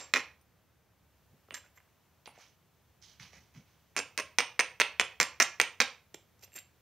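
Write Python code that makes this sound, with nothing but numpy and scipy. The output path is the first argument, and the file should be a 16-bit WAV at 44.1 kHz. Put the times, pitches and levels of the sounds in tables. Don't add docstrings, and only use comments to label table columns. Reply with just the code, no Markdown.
import sys
import numpy as np
from scipy import signal
from scipy.fft import rfft, irfft, next_fast_len
from scipy.io import wavfile
from scipy.ndimage import uniform_filter1d

SR = 44100
rng = np.random.default_rng(int(sys.argv[2]) if len(sys.argv) > 2 else 0)


def ratio(d):
    e = np.asarray(d, float) / 20
    return 10 ** e


def file_out(sig):
    cols = np.atleast_2d(sig).T
    lim = np.clip(cols, -1, 1)
    pcm = np.round(lim * 32767).astype(np.int16)
    wavfile.write(sys.argv[1], SR, pcm)


N = 300321
LEAD = SR // 5
M = N + LEAD


def sample_at(s):
    return int(s * SR) + LEAD


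def clock():
    return (np.arange(M) - LEAD) / SR


def row_on(starts):
    return np.clip(np.searchsorted(starts, clock()) - 1, 0, None)


def along(table, size):
    hz, value = np.transpose(table)
    bins = np.arange(size // 2 + 1) * SR / size + 1
    return np.interp(np.log(bins), np.log(np.maximum(hz, 1)), value)


def response(table, size=2048):
    fold = irfft(along(table, size) * np.log(10) / 20)
    fold[1:size // 2] *= 2
    fold[size // 2 + 1:] = 0
    h = irfft(np.exp(rfft(fold)))[:size // 2]
    return h / np.abs(h).max()


def swing(h, hz, damp):
    a = [1, -2 * damp * np.cos(2 * np.pi * hz / SR), damp ** 2]
    h = signal.lfilter(a[::-1], a, h)
    return h / np.abs(h).max()


def through(x, h):
    return signal.fftconvolve(x, h)[:len(x)]


def ring(x, hz, t60):
    pole = np.exp(2j * np.pi * hz / SR - np.log(1000) / (t60 * SR))
    return signal.lfilter([1], [1, -pole], x).imag


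# start in seconds, length in seconds, landing in dB, grind in dB, sharpness of the edge in dB.
STROKES = [(-.065, 0.049, -20, -28, 5.5), (0.1378, 0.066, -6, -31.5, -4), (3.965, 0.035, -13.5, -31, -0.5),
           (4.177, 0.027, -19, -38.5, 6.5), (4.3858, 0.028, -8, -31.5, 4), (4.593, 0.013, -6, -29, -6),
           (4.8001, 0.033, -5.5, -27.5, -6.5), (4.9974, 0.017, -6.5, -25, -3.5),
           (5.201, 0.027, -5, -27.5, -0.5), (5.4009, 0.019, -6.5, -26, 5.5),
           (5.5998, 0.027, -2.5, -29.5, -3), (5.8025, 0.032, -3.5, -34.5, 1)]
# time in seconds, body in dB, edge in dB.
TEETH = [(0.1495, -24, -31), (0.1512, -23, -31), (0.1597, -11.5, -29.5), (0.1634, -14.5, -38.5),
         (0.1682, -13.5, -29), (0.1744, -26.5, -30.5), (3.9728, -28, -28), (3.976, -25, -34.5),
         (3.9783, -55, -25), (3.9811, -20, -40), (3.9847, -33.5, -34), (3.9862, -34.5, -40),
         (3.9903, -20.5, -24.5), (3.9941, -34, -29.5), (4.0005, -20, -38), (4.1814, -26, -40.5),
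         (4.1842, -53, -37.5), (4.1878, -19, -46), (4.1896, -19.5, -40.5), (4.1926, -27, -56.5),
         (4.1967, -32, -61), (4.199, -20, -27), (4.2008, -28, -32.5), (4.2041, -25, -36),
         (4.3899, -25, -30.5), (4.3941, -16.5, -45), (4.3981, -17.5, -31.5), (4.4046, -12, -22.5),
         (4.5965, -25, -35.5), (4.5994, -13.5, -17), (4.6054, -11.5, -28), (4.6084, -11, -25.5),
         (4.8062, -19.5, -20), (4.8107, -7.5, -23), (4.8159, -7, -26), (5.0033, -22, -37),
         (5.0074, -28.5, -28.5), (5.0102, -21, -29), (5.0128, -12.5, -24.5), (5.2048, -29, -33.5),
         (5.2113, -12, -17.5), (5.2125, -29, -18.5), (5.2155, -11, -33.5), (5.2192, -25, -24),
         (5.2241, -18, -28), (5.2292, -18, -19.5), (5.4038, -7, -29.5), (5.4084, -9, -28),
         (5.4131, -13, -38), (5.4159, -13, -38), (5.4202, -12, -25), (5.4226, -12.5, -15),
         (5.4261, -17, -14), (5.6143, -14, -15), (5.8062, -18.5, -15.5), (5.8111, -10.5, -28),
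         (5.815, -11, -23.5), (5.8174, -21.5, -35.5), (5.8211, -19, -18.5)]
# time in seconds, palm in dB, body in dB, edge in dB.
TAPS = [(1.4866, -52, -60, -85), (1.508, -42.5, -27.5, -80), (1.52, -46, -43, -69), (1.5287, -46, -55, -85),
        (1.543, -61, -29.5, -33.5), (1.5494, -60, -36, -39), (1.5554, -59, -34, -54),
        (1.5675, -49, -34, -57), (1.5725, -65, -40, -59), (1.5775, -62, -38.5, -65),
        (1.7747, -75, -53, -64), (1.778, -75, -50, -70), (1.783, -70, -49, -72), (1.803, -68, -48, -80),
        (2.2592, -52, -43.5, -46.5), (2.2649, -59, -44.5, -66), (2.2753, -34.5, -37.5, -69),
        (2.281, -56, -57, -81), (2.291, -51, -51, -66), (2.3778, -57, -53, -78), (2.3867, -48, -67, -75),
        (3.025, -75, -55, -51), (3.03, -75, -62.5, -59), (3.199, -75, -37.5, -51), (3.2079, -61, -43, -51),
        (3.333, -47, -56, -65), (3.5492, -69, -50, -61), (6.1446, -30.5, -32.5, -38),
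        (6.437, -52, -72, -54), (6.4782, -54, -52, -78), (6.3935, -82, -70, -61), (3.332, -70.5, -45, -59),
        (6.5198, -72, -52, -69), (6.5335, -70, -67, -75), (6.5403, -75, -61, -55), (6.5555, -67, -61, -58),
        (6.5655, -67, -64, -50), (6.574, -68, -59, -62), (6.5935, -68, -52, -50.5),
        (6.5797, -58, -32.5, -56), (6.5881, -63, -39, -47)]
# time in seconds, level in dB.
SLAPS = [(0.1387, -13.5), (1.5066, -54), (1.55, -38), (2.2579, -40), (2.2662, -43), (3.9787, -45),
         (4.39, -36), (4.5976, -18), (4.817, -15.5), (4.997, -14), (5.01, -28), (5.802, -33.5),
         (5.815, -17.5), (6.144, -39), (6.44, -51), (6.585, -41.5)]
LANDING_PALM_DB, LANDING_EDGE_DB = -17, -10
TOOTH_PALM_DB, TOOTH_PALM_SHARE = -22, 0.49
FACE_DB = -23


def contacts():
    rows = [(s, db + LANDING_PALM_DB, db, db + LANDING_EDGE_DB + sharp) for s, _, db, _, sharp in STROKES]
    rows += [(s, TOOTH_PALM_DB + TOOTH_PALM_SHARE * db, db, edge) for s, db, edge in TEETH]
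    rows += TAPS
    rows = [(s, palm, body, (body + edge) / 2 + FACE_DB, edge) for s, palm, body, edge in rows]
    slaps = [(s, -np.inf, -np.inf, db, -np.inf) for s, db in SLAPS]
    return np.transpose(rows + slaps)


# lag in seconds, its spread in seconds as the hands move, level in dB.
PAD_ECHO = (.0018, .0005, -10)


def pad_lags(count):
    lag_s, spread_s, _ = PAD_ECHO
    return np.abs(SR * (lag_s + spread_s * rng.uniform(-1, 1, count))).astype(int)


def knocks(times, db, chatter, chatter_s, lags):
    out, t = np.zeros(M), np.arange(SR // 200) / SR
    crumble = chatter * rng.standard_normal((len(times), len(t))) * np.exp(-t / chatter_s)
    crumble[:, 0] = 1
    for s, gain, shape, lag in zip(times, ratio(db), crumble, lags):
        i = sample_at(s)
        out[i:i + len(t)] += gain * shape
        out[i + lag:i + lag + len(t)] += gain * shape * ratio(PAD_ECHO[2])
    return out


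def sliding(rows, fall=0.39, release=0.091):
    out = np.zeros(M)
    for s, length, rise, db in rows:
        i, n = sample_at(s), int(length * (1 + release) * SR)
        shares = [0, np.clip(rise, .01, .9), 1, 1 + release]
        out[i:i + n] += ratio(db) * np.interp(np.arange(n) / SR / length, shares, [0, 0.94, fall, 0.00017])
    return out


def grit(scatter_db, per_s):
    hit, size, sign = rng.random(M), rng.exponential(size=M), rng.standard_normal(M)
    x = (hit < per_s / SR) * ratio(scatter_db * size) * sign
    return x / x.std()


# start in seconds, length in seconds, rise as a share 0-1, body grind in dB, edge grind in dB.
RUBS = [(1.518, 0.02, 0.06, -52.5, -74), (1.539, 0.049, 0, -54, -55.5), (1.645, 0.032, 0.1, -65, -74),
        (1.752, 0.024, 0.56, -73, -74), (2.259, 0.02, 0, -65, -68), (2.271, 0.045, 0.1, -65, -76),
        (3.031, 0.0242, 0, -68.5, -62), (3.204, 0.13, 0, -64.5, -65.5), (3.327, 0.067, 0.14, -60, -65.5),
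        (3.945, 0.016, 0.8, -62, -75), (6.141, 0.012, 0.05, -58.5, -62), (6.407, 0.018, 0.23, -89, -71),
        (6.422, 0.028, 0.44, -59.5, -56), (6.52, 0.038, 0.3, -69, -74), (6.547, 0.03, 0.6, -51, -54)]
STROKE_RISE = 0.052
GRIND_BODY_DB, GRIND_EDGE_DB = -4.5, -9


def grinding():
    on_body = [(s, n, STROKE_RISE, db + GRIND_BODY_DB) for s, n, _, db, _ in STROKES]
    on_body += [(s, n, rise, db) for s, n, rise, db, _ in RUBS]
    on_edge = [(s, n, STROKE_RISE, db + GRIND_EDGE_DB + sharp) for s, n, _, db, sharp in STROKES]
    on_edge += [(s, n, rise, db) for s, n, rise, _, db in RUBS]
    return sliding(on_body) * grit(2.2, 5000), sliding(on_edge) * grit(1.8, 9800)


# start in seconds, pitch factor of the body, dB below its peak, dB above its peak.
HOLD = [(-.1, 0.95, 5.5, 1), (.13, 0.97, 1, -4), (1.4, 1.01, 2, 8.5), (1.535, 0.82, -3, 10),
        (2.2, 1.05, 1.5, 0.5), (3.0, .99, -7, -3), (3.94, 1.036, 4, -5.5), (4.17, 1, 1.5, 2),
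        (4.38, 1, 4, 0.5), (4.59, 0.98, -0.5, -0.5), (4.79, 1.004, 0, 1.5), (4.99, .99, -0.5, -1.5),
        (5.19, 0.96, 0.1, 0), (5.39, 0.96, -0.5, 0), (5.59, 0.99, -3.3, 1), (5.79, 0.97, -1.1, -1.5),
        (6.1, 1.06, 0, -0.5), (6.5, 1, -8.5, 6)]


def holds():
    return row_on(np.transpose(HOLD)[0])


# frequency in Hz, level in dB.
BODY = [(300, -60.5), (750, -14.5), (1050, -5), (1600, -4), (2000, 2.5), (2550, 1), (3000, -12),
        (4000, -23.5), (6000, -38)]
CUP_LOW_HZ, CUP_HIGH_HZ = 1500, 2700


def body_response(colour):
    return swing(response(colour), 2800, .7)


def cupped(push):
    out, which = np.zeros(M + 1024), holds()
    for k, (_, pitch, low_db, high_db) in enumerate(HOLD):
        colour = [(hz * pitch, db + low_db * (hz < CUP_LOW_HZ) + high_db * (hz > CUP_HIGH_HZ))
                  for hz, db in BODY]
        span = np.flatnonzero(which == k)
        sound = signal.fftconvolve(push[span], body_response(colour))
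        out[span[0]:span[0] + len(sound)] += sound
    return out[:M]


# start in seconds, then first, second, third and fourth family in dB.
GRIP = [(-.1, -13.5, -51.5, -31.5, -27), (.13, -22, -47.5, -24.5, -32), (1.48, -30, -4, -14, -30),
        (1.54, -6.5, -15.5, -43, -31), (1.547, -10.5, -26, -41, -13), (1.74, -7, -37, -28, 3),
        (2.25, -29, -41.5, -31, -35), (2.27, -30, -28, 2.5, -10), (2.37, -14, -22, -30, -30),
        (3.0, -39.5, -43, -32, -38), (3.96, -20, -22, -22, -32), (4.17, -33, -20, -20, -29),
        (4.38, -38, -20.5, -32, -45), (4.59, -39, -20.5, -27, -39.5), (4.79, -38, -20, -24, -33),
        (4.99, -22, -25.5, -23, -38), (5.19, -18, -28, -28, -31.5), (5.39, -20.5, -26, -35.5, -30),
        (5.59, -28.5, -23.5, -38, -30.5), (5.79, -24.5, -28.5, -44, -40), (6.14, -8.5, -32, -14, -15),
        (6.38, -16, -25, -20, -6.5), (6.51, -3.5, -17, -22, -2)]
# frequency in Hz, level in dB, t60 in seconds.
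FLINT = [
    [(7425, -3, .07), (7390, -6, .05), (7400, -10, .008)],
    [(8755, -2, .065), (8695, -6, .055), (8650, -8, .008)],
    [(9700, 0, .011), (9900, -5, .009)],
    [(13290, -2, .026), (13180, -12, .012), (13000, -12, .005)],
]
LANDING_RING_DB = -9


def flint_ring(scratch):
    strike, out = scratch.copy(), 0
    for s, _, db, *_ in STROKES:
        strike[sample_at(s)] += ratio(db + LANDING_RING_DB)
    start, *free = np.transpose(GRIP)
    which = row_on(start)
    for family, free_db in zip(FLINT, free):
        drive = strike * ratio(free_db)[which]
        out = out + sum(ratio(db) * ring(drive, hz, t60) for hz, db, t60 in family)
    return out


# time in
# seconds, frequency in Hz, level in dB, t60 in seconds.
CHIP = [(.413, 12050, -71, .07), (.413, 9600, -68, .05), (.413, 6000, -68, .012), (1.486, 1300, -54, .015),
        (1.642, 1450, -56, .04), (1.776, 1000, -60, .05), (1.546, 1800, -38, .03), (1.557, 1950, -42, .03),
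        (1.7745, 1900, -50, .012), (1.778, 2000, -51, .012), (1.784, 2050, -52, .015),
        (6.146, 650, -49, .025), (6.432, 700, -56, .03), (6.425, 2500, -58, .02), (6.435, 2650, -54, .02),
        (6.437, 4600, -54, .015), (6.431, 4900, -58, .015), (6.5335, 2800, -54, .01),
        (6.5655, 2700, -48, .01), (6.572, 2000, -48, .02), (2.261, 7420, -64, .12), (2.379, 7420, -66, .07),
        (2.288, 8750, -64, .06), (2.522, 2900, -64, .01), (4.562, 2400, -54, .01), (2.276, 620, -42, .02),
        (2.277, 1150, -45, .015), (2.291, 900, -48, .015), (2.378, 650, -48, .02), (2.388, 750, -52, .02),
        (3.2, 125, -52, .15), (3.551, 150, -50, .2), (3.575, 150, -54, .1)]


def chips():
    out, n = np.zeros(M), SR // 5
    for s, hz, db, t60 in CHIP:
        i = sample_at(s)
        out[i:i + n] += ratio(db) * ring(np.arange(n) == 0, hz, t60)
    return out


# start in seconds, length in seconds, level in dB.
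BUMPS = [
    (1.314, 0.034, -44.5),
    (1.504, 0.032, -58),
    (3.176, 0.1, -50.5),
    (3.335, 0.095, -54),
    (3.544, 0.074, -42.5),
    (6.138, 0.012, -46),
]
BUMP_RISE, STROKE_THUMP_DB = 0.27, -44.5


def lap_thump():
    on_lap = [(s, n, STROKE_RISE, STROKE_THUMP_DB) for s, n, *_ in STROKES]
    on_lap += [(s, n, BUMP_RISE, db) for s, n, db in BUMPS]
    blow = sliding(on_lap) * ratio(30.5) * ring(rng.standard_normal(M), 125, 0.021) / 16
    return ring(np.diff(blow, 2, prepend=[0, 0]), 160, 0.026)


# frequency in Hz, level in dB.
PALM = [(60, -42), (130, -19), (240, -2), (500, 0), (750, -2), (1000, -8), (1600, -26), (4000, -60)]
# frequency in Hz, level in dB.
EDGE = [(2000, -24), (3500, -12), (4800, -8), (5400, -3.5), (6000, -1), (6600, -8), (7000, -14),
        (8100, -26), (9500, -24), (11000, -34), (12900, -29), (14300, -33), (15500, -29), (17000, -40)]
# frequency in Hz, level in dB.
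FACE = [(1500, -43), (2800, -3), (3500, -5.5), (4100, -1), (4800, -6.5), (6500, -39)]


def stones():
    times, palm_db, body_db, face_db, edge_db = contacts()
    lags = pad_lags(len(times))
    palm, body = response(PALM), body_response(BODY)
    edge = swing(response(EDGE), 6000, .8)
    body_grind, edge_grind = grinding()
    shove = knocks(times, palm_db - 7.0, 0.13, 0.0022, lags)
    shove += body_grind * ratio(-8.5) / np.linalg.norm(palm)
    push = knocks(times, body_db - 2.5, 0.034, 0.0035, lags) + body_grind / np.linalg.norm(body)
    scratch = knocks(times, edge_db, 0.19, 0.00074, lags) + edge_grind / np.linalg.norm(edge)
    slap = knocks(times, face_db - 1.5, 0.1, 0.0031, lags)
    out = through(shove, palm) + cupped(push) + through(scratch, edge) + through(slap, response(FACE))
    return out + flint_ring(scratch) + chips() + lap_thump()


# start in seconds, length in seconds, fine hiss in dB,
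# middle minus fine in dB, coarse minus fine in dB.
BRUSH = [
    (2.333, 0.15, -71.5, 1, 9),
    (2.385, 0.17, -59, -3, -1.5),
    (3.016, 0.12, -55.5, -3, -12),
    (3.07, 0.2, -64, 1, -2),
    (3.196, 0.12, -55, 2.5, 3.5),
    (3.32, 0.23, -63.5, -3, 0),
    (3.539, 0.13, -64, -5, 3.5),
    (3.658, 0.47, -76.5, 0, 3.5),
]
# frequency in Hz, level in dB.
SKIN = [
    [(3500, -24), (5000, -3), (6100, 5), (6800, -5), (8000, -16), (12000, -20), (16000, -41)],
    [(2000, -23), (3000, 5.5), (4000, 7), (5000, 4), (6500, -41)],
    [(300, -32), (900, -1.5), (1500, -2), (2300, 1), (3000, -3.5), (4500, -25)],
]
BRUSH_ATTACK_S, BRUSH_START_DB, BRUSH_FADE_DB = 0.027, -10.5, -21.5


def brushing(rough_db=1.5, rough_s=0.0044):
    t, out = clock(), 0
    for k, colour in enumerate(SKIN):
        h = response(colour)
        press = 0
        for s, length, *db in BRUSH:
            level = db[0] + (k > 0) * db[k]
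            fade = np.interp(t - s, [0, BRUSH_ATTACK_S, length], [BRUSH_START_DB, 0, BRUSH_FADE_DB],
                             -np.inf, -np.inf)
            press = press + ratio(level + fade)
        rough = uniform_filter1d(rng.standard_normal(M), int(rough_s * SR) + 1)
        rubbed = press * ratio(rough_db * rough / rough.std()) * grit(1.45, 14000)
        out = out + through(rubbed, h / np.linalg.norm(h))
    return out * ratio(-4.5)


# frequency in Hz, t60 in seconds, level in dB.
SHED = [(200, 0.21, -0.5), (591, 0.4, -3), (1170, 0.31, -1.5), (1740, 0.32, -5), (2200, 0.31, -3.5),
        (2930, .29, 3.5), (3600, .3, -1), (4440, 0.3, -3.2), (6250, 0.28, -6), (7540, 0.26, -3.5),
        (9450, .21, 0.5), (10300, 0.22, -2), (11600, 0.2, 2), (15900, 0.099, -0.5)]


def shed(x, wet_db=-9, first_s=0.00044, build_s=0.00026):
    size = SR // 2
    t, tail = np.arange(size) / SR, 0
    hz, t60, db = np.transpose(SHED)
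    bins = np.arange(size // 2 + 1) * SR / size + 1
    noise = rfft(rng.standard_normal((2, size))) * ratio(along(np.transpose([hz, db]), size))
    for centre in 80 * 2 ** np.arange(0, 8, .5):
        band = irfft(noise * np.clip(1 - 2 * np.abs(np.log2(bins / centre)), 0, 1))
        tail = tail + band * ratio(-60 * t / np.interp(np.log(centre), np.log(hz), t60))
    tail = tail * (1 - np.exp(-np.maximum(t - first_s, 0) / build_s))
    tail = tail * ratio(wet_db) / np.linalg.norm(tail, axis=1, keepdims=True)
    turn = rng.uniform(0, 2 * np.pi, len(HOLD))[holds()]
    return through(x * np.cos(turn), tail[0]) + through(x * np.sin(turn), tail[1])


# frequency in Hz, difference in dB.
PORTS = [(60, -0.5), (400, -1.5), (1300, -1.5), (2400, -3), (4400, -7.5), (6000, -10), (7300, -2.5),
         (8700, 3.5), (11000, 0.5)]


def microphones(heard):
    size = next_fast_len(N)
    lean = uniform_filter1d(along(PORTS, size), size // 80) / 2
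    return irfft(rfft(heard, size) * ratio([lean, -lean]), size)[:, :N]


# frequency in Hz, density in dB per Hz.
FLOOR = [(15, -28), (28, -20), (48, -18.5), (70, 1.5), (100, 0), (160, -4), (250, -12), (500, -14),
         (1000, -16.5), (2500, -21.5), (5000, -26.5), (6300, -25), (9000, -32.5), (14000, -27)]
# frequency in Hz, likeness 0-1.
ALIKE = [(60, 0.8), (130, 0.95), (290, 0), (640, 0.9), (1410, 0.7), (3100, 0.8), (6820, 0.05), (10500, 0.7),
         (15000, 1)]
# time in seconds, hum in dB, rustle of clothes in dB.
DRIFT = [(0, 1, 0.1), (.5, 1, -2), (.9, -2, -3), (1.25, 2, 0.1), (1.7, -3, 0.1), (2.3, -4, -1),
         (2.8, -2, -1), (3.2, 3, 0.1), (3.9, -2, 0.1), (4.3, 2, 0.1), (4.6, -1, 0.1), (5.1, 4, 0.1),
         (5.5, 1, 0.1), (5.9, -2, 0), (6.3, 1, 0), (6.8, 0, 0)]
FLOOR_DB, HUM_TOP_HZ, RUSTLE_FROM_HZ = -68, 140, 1500


def floor():
    size = next_fast_len(N)
    mid, side = rfft(rng.standard_normal((2, size)))
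    alike = np.sqrt(np.clip(along(ALIKE, size), 0, .99))
    tone = ratio(along(FLOOR, size))
    mid, side = mid * tone * np.sqrt(1 + alike), side * tone * np.sqrt(1 - alike)
    pair = np.array([mid + side, mid - side])
    hz = np.arange(size // 2 + 1) * SR / size
    s, hum_db, rustle_db = np.transpose(DRIFT)
    out = irfft(pair, size)[:, :N]
    scale = ratio(FLOOR_DB) / out.mean(axis=0).std()
    hum_share = 1 / (1 + (hz / HUM_TOP_HZ) ** 4)
    rustle_share = 1 / (1 + (RUSTLE_FROM_HZ / (hz + 1)) ** 2)
    for share, db in ((hum_share, hum_db), (rustle_share, rustle_db)):
        change = ratio(np.interp(np.arange(N) / SR, s, db)) - 1
        out = out + irfft(pair * share, size)[:, :N] * change
    return out * scale


def scene():
    low_cut = signal.butter(3, 65, "high", fs=SR, output="sos")
    work = signal.sosfilt(low_cut, stones() + brushing())
    heard = (work + shed(work))[LEAD:]
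    return microphones(heard) + floor()


# frequency in Hz, level in dB.
TOP = [(15680, 0), (15830, -22), (16780, -26), (17000, -70)]
CEILING = 1.1


def camera_input(dry):
    size = next_fast_len(N)
    rounded = CEILING * np.tanh(dry / CEILING)
    return irfft(rfft(rounded, size) * ratio(along(TOP, size)), size)[:, :N]


def low_pass(x):
    return signal.sosfilt(signal.butter(12, 16820, fs=SR, output="sos"), x)


def record(dry):
    mix = camera_input(dry)
    return low_pass(mix)


dry = scene()
out = record(dry)
file_out(out)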